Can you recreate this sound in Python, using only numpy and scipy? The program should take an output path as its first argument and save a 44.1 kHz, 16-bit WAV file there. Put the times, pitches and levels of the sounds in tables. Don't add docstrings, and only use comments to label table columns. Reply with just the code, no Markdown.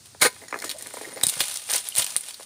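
import sys
import numpy as np
from scipy import signal
from scipy.fft import rfft, irfft, next_fast_len
from scipy.io import wavfile
from scipy.ndimage import uniform_filter1d

SR = 44100
rng = np.random.default_rng(int(sys.argv[2]) if len(sys.argv) > 2 else 0)


def materialize(psi):
    bounded = np.clip(np.atleast_2d(psi).T, -1, 1)
    quanta = np.round(bounded * 32767).astype(np.int16)
    wavfile.write(sys.argv[1], SR, quanta)


N = 108045
TIME = np.arange(N) / SR


def from_db(db):
    return 10 ** (np.asarray(db) / 20)


def unit_rms(x):
    return x / np.sqrt(np.mean(x ** 2) + 1e-20)


def colour(x, spectrum):
    size = next_fast_len(len(x) + 4096, real=True)
    size += size % 2
    hz, db = np.transpose(spectrum)
    bin_hz = np.fft.rfftfreq(size, 1 / SR)
    gain = unit_rms(from_db(np.interp(np.log(bin_hz + 1), np.log(hz), db)))
    cepstrum = irfft(np.log(gain))
    cepstrum[1:size // 2] *= 2
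    cepstrum[size // 2 + 1:] = 0
    return irfft(rfft(x, size) * np.exp(rfft(cepstrum)))[:len(x)]


def resonate(x, hz, width_hz):
    radius = np.exp(-np.pi * width_hz / SR)
    feedback = [1, -2 * radius * np.cos(2 * np.pi * hz / SR), radius ** 2]
    return signal.lfilter(np.array([1, 0, -1]) * (1 - radius ** 2) / 2, feedback, x + 1e-18)


def ring(x, modes):
    return unit_rms(sum(from_db(db) * unit_rms(resonate(x, hz, np.log(1000) / np.pi / t60))
                        for hz, db, t60 in modes))


def grains(per_s, spread_db):
    sizes = from_db(spread_db * np.minimum(rng.exponential(1, N), 4)) * rng.choice([-1, 1], N)
    return unit_rms(sizes * (rng.random(N) < per_s / SR))


def burst(decay_s, size=4096):
    return rng.choice([-1, 1], size) * rng.uniform(0.62, 1, size) * np.exp(-TIME[:size] / decay_s)


def place(out, start_s, db, sound):
    start = int(start_s * SR)
    part = sound[:N - start] * np.sqrt(.005 * SR / np.sum(sound ** 2))
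    out[start:start + len(part)] += from_db(db) * part


def envelope(curve):
    seconds, db = np.transpose(curve)
    return from_db(np.interp(TIME, seconds, db, left=-120, right=-120))


# frequency in Hz, relative level in dB.
AIR_SPECTRUM = [(60, -31), (200, -4.5), (500, -11.5), (1500, -12.5), (3000, -13), (4200, -7), (9000, -9),
                (12000, -21), (16000, -18)]
RUMBLE_SPECTRUM = [(25, -30), (55, -15), (100, 2), (200, -10), (500, -29), (2000, -65)]
# time in seconds, level in dB.
RUMBLE_LEVELS = [(0, -58), (1.0, -64.5), (2.45, -72)]


def outdoor_air(air_db=-53):
    air = from_db(air_db) * colour(rng.standard_normal(N), AIR_SPECTRUM)
    rumble = envelope(RUMBLE_LEVELS) * colour(rng.standard_normal(N), RUMBLE_SPECTRUM)
    return air + rumble


def reflections(x, t60_s, gap_s=.002):
    t = TIME[:SR // 2]
    tail = rng.standard_normal(len(t)) * from_db(-60 * t / t60_s) * (t > gap_s)
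    return signal.fftconvolve(x, tail / np.sqrt(np.sum(tail ** 2)))[:N]


# peak time in seconds, level in dB, rise and fall in seconds.
LEAF_SWELLS = [(0.059, -49.5, 0.01, 0.034), (.33, -50, 0.052, 0.25), (.665, -40, 0.069, 0.078),
               (.86, -45, 0.063, 0.065), (1.02, -42.5, 0.17, 0.13), (1.25, -32.5, 0.016, 0.032),
               (1.30, -40.5, 0.033, 0.27), (1.345, -34, 0.045, 0.074), (1.415, -29, 0.042, 0.12),
               (1.55, -39.5, 0.18, 0.079), (1.709, -27.5, 0.015, 0.016), (1.751, -25, 0.03, 0.036),
               (1.871, -33, 0.022, 0.012), (1.969, -24, 0.0047, 0.017), (1.997, -23.5, 0.019, 0.028),
               (2.108, -36, 0.24, 0.073), (2.291, -36.5, 0.054, 0.031), (2.43, -43, 0.052, 0.016)]
# frequency in Hz, relative level in dB.
LEAF_SPECTRUM = [(80, -26.5), (330, -17), (600, -3.5), (1300, -5), (2300, -2), (3600, 2), (6500, -1.5),
                 (9300, 2.5), (12000, -7.5), (15500, -10)]


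def leaf_rustle(hiss_db=-3, clump_db=3, clump_s=0.0037):
    power = np.zeros(N)
    for peak_s, db, rise_s, fall_s in LEAF_SWELLS:
        swell = np.exp(-np.maximum((peak_s - TIME) / rise_s, (TIME - peak_s) / fall_s))
        power += (from_db(db) * swell) ** 2
    swings = rng.standard_normal(1500)
    clumps = from_db(clump_db * np.interp(TIME / clump_s, np.arange(len(swings)), swings))
    crackle = grains(per_s=8000, spread_db=4.0)
    hiss = from_db(hiss_db) * rng.standard_normal(N)
    return colour(np.sqrt(power) * unit_rms(clumps * (crackle + hiss)), LEAF_SPECTRUM)


# start in seconds, level in dB, decay in seconds, centre in Hz.
DRY_SNAPS = [(.602, -37, 0.0009, 5000), (.6235, -37, 0.00087, 4900), (.644, -29, 0.0058, 6900),
             (0.6936, -27, 0.0022, 4040), (0.7, -28, .003, 4120), (.713, -27, 0.0035, 3350),
             (0.785, -35.5, 0.012, 8600), (0.824, -32.5, 0.003, 7950), (.871, -35, 0.00067, 8500),
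             (0.938, -36.5, 0.005, 8200), (0.969, -42, 0.0011, 9000), (1.176, -40, 0.0085, 4300),
             (1.2124, -33.5, 0.001, 4180), (1.2311, -29, 0.008, 9000), (1.2364, -17, 0.0018, 7950),
             (1.2679, -16.5, 0.0012, 8900), (1.285, -22, 0.0079, 9200), (1.2905, -24, 0.0037, 4060),
             (1.2956, -20, 0.0054, 9100), (1.4036, -18, 0.0094, 3620), (1.4064, -19.5, 0.0012, 8600),
             (1.4133, -22, 0.0013, 3650), (1.4825, -30, .0004, 9300), (1.542, -31, 0.0014, 6100),
             (1.557, -31, 0.0056, 5880), (1.5722, -27, 0.00061, 7800), (1.699, -26.5, 0.0045, 5440),
             (1.7167, -24, 0.00044, 9500), (1.7368, -20, 0.0019, 5930), (1.744, -28, 0.0011, 4600),
             (1.759, -24.5, 0.00045, 9300), (1.7627, -23, 0.00099, 9000), (1.78, -25, 0.0047, 5360),
             (1.8878, -25.5, 0.001, 10200), (1.953, -26, 0.00059, 5600), (1.9625, -24, 0.00095, 8900),
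             (1.9821, -15.5, 0.00045, 9400), (1.986, -18, .0006, 10000), (2.021, -21, 0.0063, 3140),
             (2.0447, -25.5, 0.0018, 8200), (2.065, -26.5, 0.002, 2900), (2.104, -34, 0.0045, 6150),
             (2.1645, -17, 0.0002, 9200), (2.166, -26, 0.02, 9200), (2.2092, -32, 0.0022, 9300),
             (2.3431, -35, 0.0041, 4300)]
# frequency in Hz, relative level in dB.
SNAP_SPECTRUM = [(100, -13), (500, -7.5), (1500, -5), (2600, -2.5), (3800, 3.5), (6500, -1), (9000, 2),
                 (12000, -1), (16000, 1)]


def frond_snaps(crack_db=8.5, width_share=0.28, broadband_db=-10):
    out = np.zeros(N)
    for start_s, db, decay_s, hz in DRY_SNAPS:
        crack = burst(decay_s)
        crack[0] = from_db(crack_db)
        snap = resonate(crack, hz, width_share * hz) + from_db(broadband_db) * crack
        place(out, start_s, db, colour(snap, SNAP_SPECTRUM))
    return out


# start in seconds, level in dB, decay in seconds.
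GROUND_HITS = [(1.235, -36.5, 0.0086), (1.2666, -33.5, 0.0091), (1.367, -42, 0.012), (1.404, -39, 0.014),
               (1.982, -38.5, 0.018), (2.16, -51, 0.0063)]
# frequency in Hz, relative level in dB.
SOIL_SPECTRUM = [(25, -23), (55, -5), (95, 1), (180, 6.5), (340, -5), (800, -35), (3000, -56)]


def bunch_thuds(push_db=24):
    out = np.zeros(N)
    for start_s, db, decay_s in GROUND_HITS:
        push = burst(decay_s)
        push[0] = from_db(push_db)
        place(out, start_s, db, colour(push, SOIL_SPECTRUM))
    return out


# frequency in Hz, relative level in dB, T60 in seconds.
FROND_BASE_MODES = [(3800, 0, 0.016), (5050, -6, 0.015), (8400, 0, 0.018), (10000, -7, .016),
                    (12400, -10, .017)]


def frond_clack(start_s=1.2343, db=-14.5):
    out = np.zeros(N)
    place(out, start_s, db, ring(burst(decay_s=.0018), FROND_BASE_MODES))
    return out


# start in seconds, level in dB, decay in seconds, centre in Hz.
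WOOD_KNOCKS = [(.146, -43.5, 0.0018, 890), (.362, -45.5, 0.0034, 1820), (0.416, -48.5, 0.0038, 1900),
               (0.5247, -24.5, 0.0043, 1230), (0.5407, -24, 0.003, 1180), (0.5571, -30.5, 0.0049, 815),
               (0.6228, -33, 0.0024, 1700), (.639, -30.5, 0.0052, 950), (0.645, -35, 0.0021, 347),
               (.859, -37.5, 0.0088, 1860), (0.907, -43, 0.0025, 1660), (.938, -34, 0.0025, 760),
               (.968, -32.5, 0.0041, 610), (1.01, -33, 0.0024, 656), (1.171, -35, 0.0054, 520),
               (1.172, -40, 0.008, 2100), (1.19, -46, .003, 900), (1.2115, -34, 0.00047, 1810),
               (1.232, -28, 0.0052, 696), (1.322, -43, 0.0018, 800), (1.367, -38, 0.005, 960),
               (1.404, -23.5, 0.0047, 1630), (1.689, -32.5, .018, 1490), (1.723, -32.5, .012, 1430),
               (1.743, -29.5, 0.015, 1410), (2.157, -33.5, 0.0081, 1860), (2.395, -40, 0.0086, 690),
               (2.406, -42.5, 0.0015, 880)]
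# frequency in Hz, relative level in dB.
KNOCK_SPECTRUM = [(80, -21.5), (270, 0), (480, 4), (1300, -5), (2300, 0), (3000, -21), (6000, -16),
                  (15000, -47)]


def disperse(x, lag_s=0.003823, at_hz=500):
    hz = np.fft.rfftfreq(len(x), 1 / SR)
    return irfft(rfft(x) * np.exp(-4j * np.pi * lag_s * np.sqrt(at_hz * hz)))


def woody_knocks(jolt_db=19, width_share=0.6, broadband_db=-12):
    out = np.zeros(N)
    for start_s, db, decay_s, hz in WOOD_KNOCKS:
        slip = burst(decay_s)
        slip[0] = from_db(jolt_db)
        knock = resonate(slip, hz, width_share * hz) + from_db(broadband_db) * slip
        place(out, start_s, db, disperse(colour(knock, KNOCK_SPECTRUM)))
    return out


# start in seconds, level in dB, length in seconds, pitch in Hz.
FIBRE_RUBS = [(.738, -35.5, 0.036, 597), (1.043, -35, 0.015, 1913), (1.067, -38, 0.015, 362),
              (1.126, -40, 0.034, 9250), (1.16, -34, 0.016, 481), (1.9215, -35, 0.0041, 3000)]


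def fibre_squeaks(glide_share=0.096, wobble_share=0.06, flutter_share=0.66):
    out = np.zeros(N)
    for start_s, db, length_s, hz in FIBRE_RUBS:
        wobble, grip = unit_rms(uniform_filter1d(rng.standard_normal((2, 4096)), size=60))
        progress = np.minimum(TIME[:len(wobble)] / length_s, 1)
        pitch_hz = hz * (1 + glide_share * (progress - .5) + wobble_share * wobble)
        loudness = (1 + flutter_share * grip) * np.sin(np.pi * progress)
        tone = loudness * np.sin(2 * np.pi * np.cumsum(pitch_hz) / SR)
        place(out, start_s, db, resonate(tone, hz, width_hz=420))
    return out


# frequency in Hz, relative level in dB, T60 in seconds.
STEEL_MODES = [(1900, -1, .028), (4250, -4, .018), (5400, -8, .022), (6800, -2, .024), (9100, -7, .02)]
# start in seconds, level in dB.
BLADE_SHIFTS = [(.4825, -38), (.509, -40.5), (.677, -38), (.714, -37)]


def blade_clinks():
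    out = np.zeros(N)
    for start_s, db in BLADE_SHIFTS:
        place(out, start_s, db, ring(burst(decay_s=.0018), STEEL_MODES))
    return out


# time in seconds, level in dB.
CREAK_LEVELS = [(.39, -67), (.43, -42), (.47, -60.5), (.56, -43), (.61, -46), (.655, -44.5), (.71, -48),
                (.77, -60.5), (.81, -48.5), (.86, -51), (.925, -58), (.97, -50.5), (1.1, -42.5),
                (1.145, -49), (1.18, -47.5), (1.25, -45)]
# frequency in Hz, relative level in dB.
CREAK_SPECTRUM = [(80, -32), (220, -2), (330, 0.5), (480, 2), (600, 0.5), (800, -2.5), (1350, -10),
                  (2050, -2), (2800, -24), (6000, -21)]


def stalk_creak(tear_start_s=0.51, tick_db=-4.5, scrape_db=-4.5):
    strain = envelope(CREAK_LEVELS)
    stalk = colour(grains(per_s=900, spread_db=3.5) * strain, CREAK_SPECTRUM)
    tearing = grains(per_s=350, spread_db=6.5) * strain * (TIME > tear_start_s)
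    ticks = from_db(tick_db) * colour(tearing, SNAP_SPECTRUM)
    scrape = from_db(scrape_db) * np.std(tearing) * ring(tearing, STEEL_MODES)
    return stalk + ticks + scrape


# time in seconds, relative level in dB.
CRUNCH_LEVELS = [(.198, -47), (.2105, -44), (.215, -16), (.224, -14), (.244, -21.5), (.254, -20),
                 (.268, -23.5), (.279, -31), (.29, -41)]
PUSH_LEVELS = [(.204, -51), (.214, -30.5), (.223, -15), (.242, -24.5), (.252, -16), (.263, -17.5),
               (.274, -28.5), (.286, -40)]
# frequency in Hz, relative level in dB.
CRUNCH_SPECTRUM = [(300, -46), (1500, -19.5), (2900, -9), (4150, 4), (4900, -1.5), (6000, -7.5), (6850, 1),
                   (7700, -6.5), (9400, 2), (11000, -8), (15500, -9.5)]
BODY_SPECTRUM = [(50, -44), (130, -9), (220, -6.5), (380, -2.5), (760, -4.5), (1100, -3), (1600, -1),
                 (2250, 3), (2700, -17), (4500, -25)]


def chisel_chop(fibres_per_s=14000, crunch_db=-1, body_db=-2.5, pole_db=-7.5):
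    breaks = grains(fibres_per_s, spread_db=1.5) * envelope(CRUNCH_LEVELS)
    crunch = from_db(crunch_db) * colour(breaks, CRUNCH_SPECTRUM)
    push = grains(fibres_per_s, spread_db=2.0) * envelope(PUSH_LEVELS)
    body = from_db(body_db) * unit_rms(colour(push, BODY_SPECTRUM))
    pole = from_db(pole_db) * pole_ring(push)
    return crunch + np.std(push) * (body + pole)


# frequency in Hz, relative level in dB, T60 in seconds.
LONG_POLE_MODES = [(610, 0, 0.022), (1005, -7, 0.17), (1250, -6, .05), (1490, 1.5, 0.024),
                   (1552, -2, 0.073), (1850, -4.5, 0.03), (2102, 3.5, 0.022), (2170, -9, 0.023)]


def pole_ring(push):
    return ring(push, LONG_POLE_MODES)


def blade_lodging(start_s=.2545, db=-17, hz=486, swell_s=.007):
    out = np.zeros(N)
    swell = (TIME / swell_s * np.exp(-TIME / swell_s)) ** 2
    place(out, start_s, db, swell * np.sin(2 * np.pi * hz * TIME))
    return out


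def scene(early_db=-9.5, late_db=-23.5):
    near = chisel_chop() + blade_lodging() + blade_clinks()
    near += woody_knocks() + stalk_creak() + fibre_squeaks()
    near += frond_clack() + frond_snaps() + leaf_rustle() + bunch_thuds()
    early = from_db(early_db) * reflections(near, t60_s=0.072)
    late = from_db(late_db) * reflections(near, t60_s=0.32)
    return np.tile(near + early + late + outdoor_air(), (2, 1))


def record(dry, lift_db=6, cutoff_hz=15500):
    bright = dry + (from_db(lift_db) - 1) * resonate(dry, hz=9370, width_hz=690)
    lowpass = signal.ellip(10, .2, 70, cutoff_hz, fs=SR, output="sos")
    return signal.sosfilt(lowpass, np.clip(bright, -.95, .95))


dry = scene()
out = record(dry)
materialize(out)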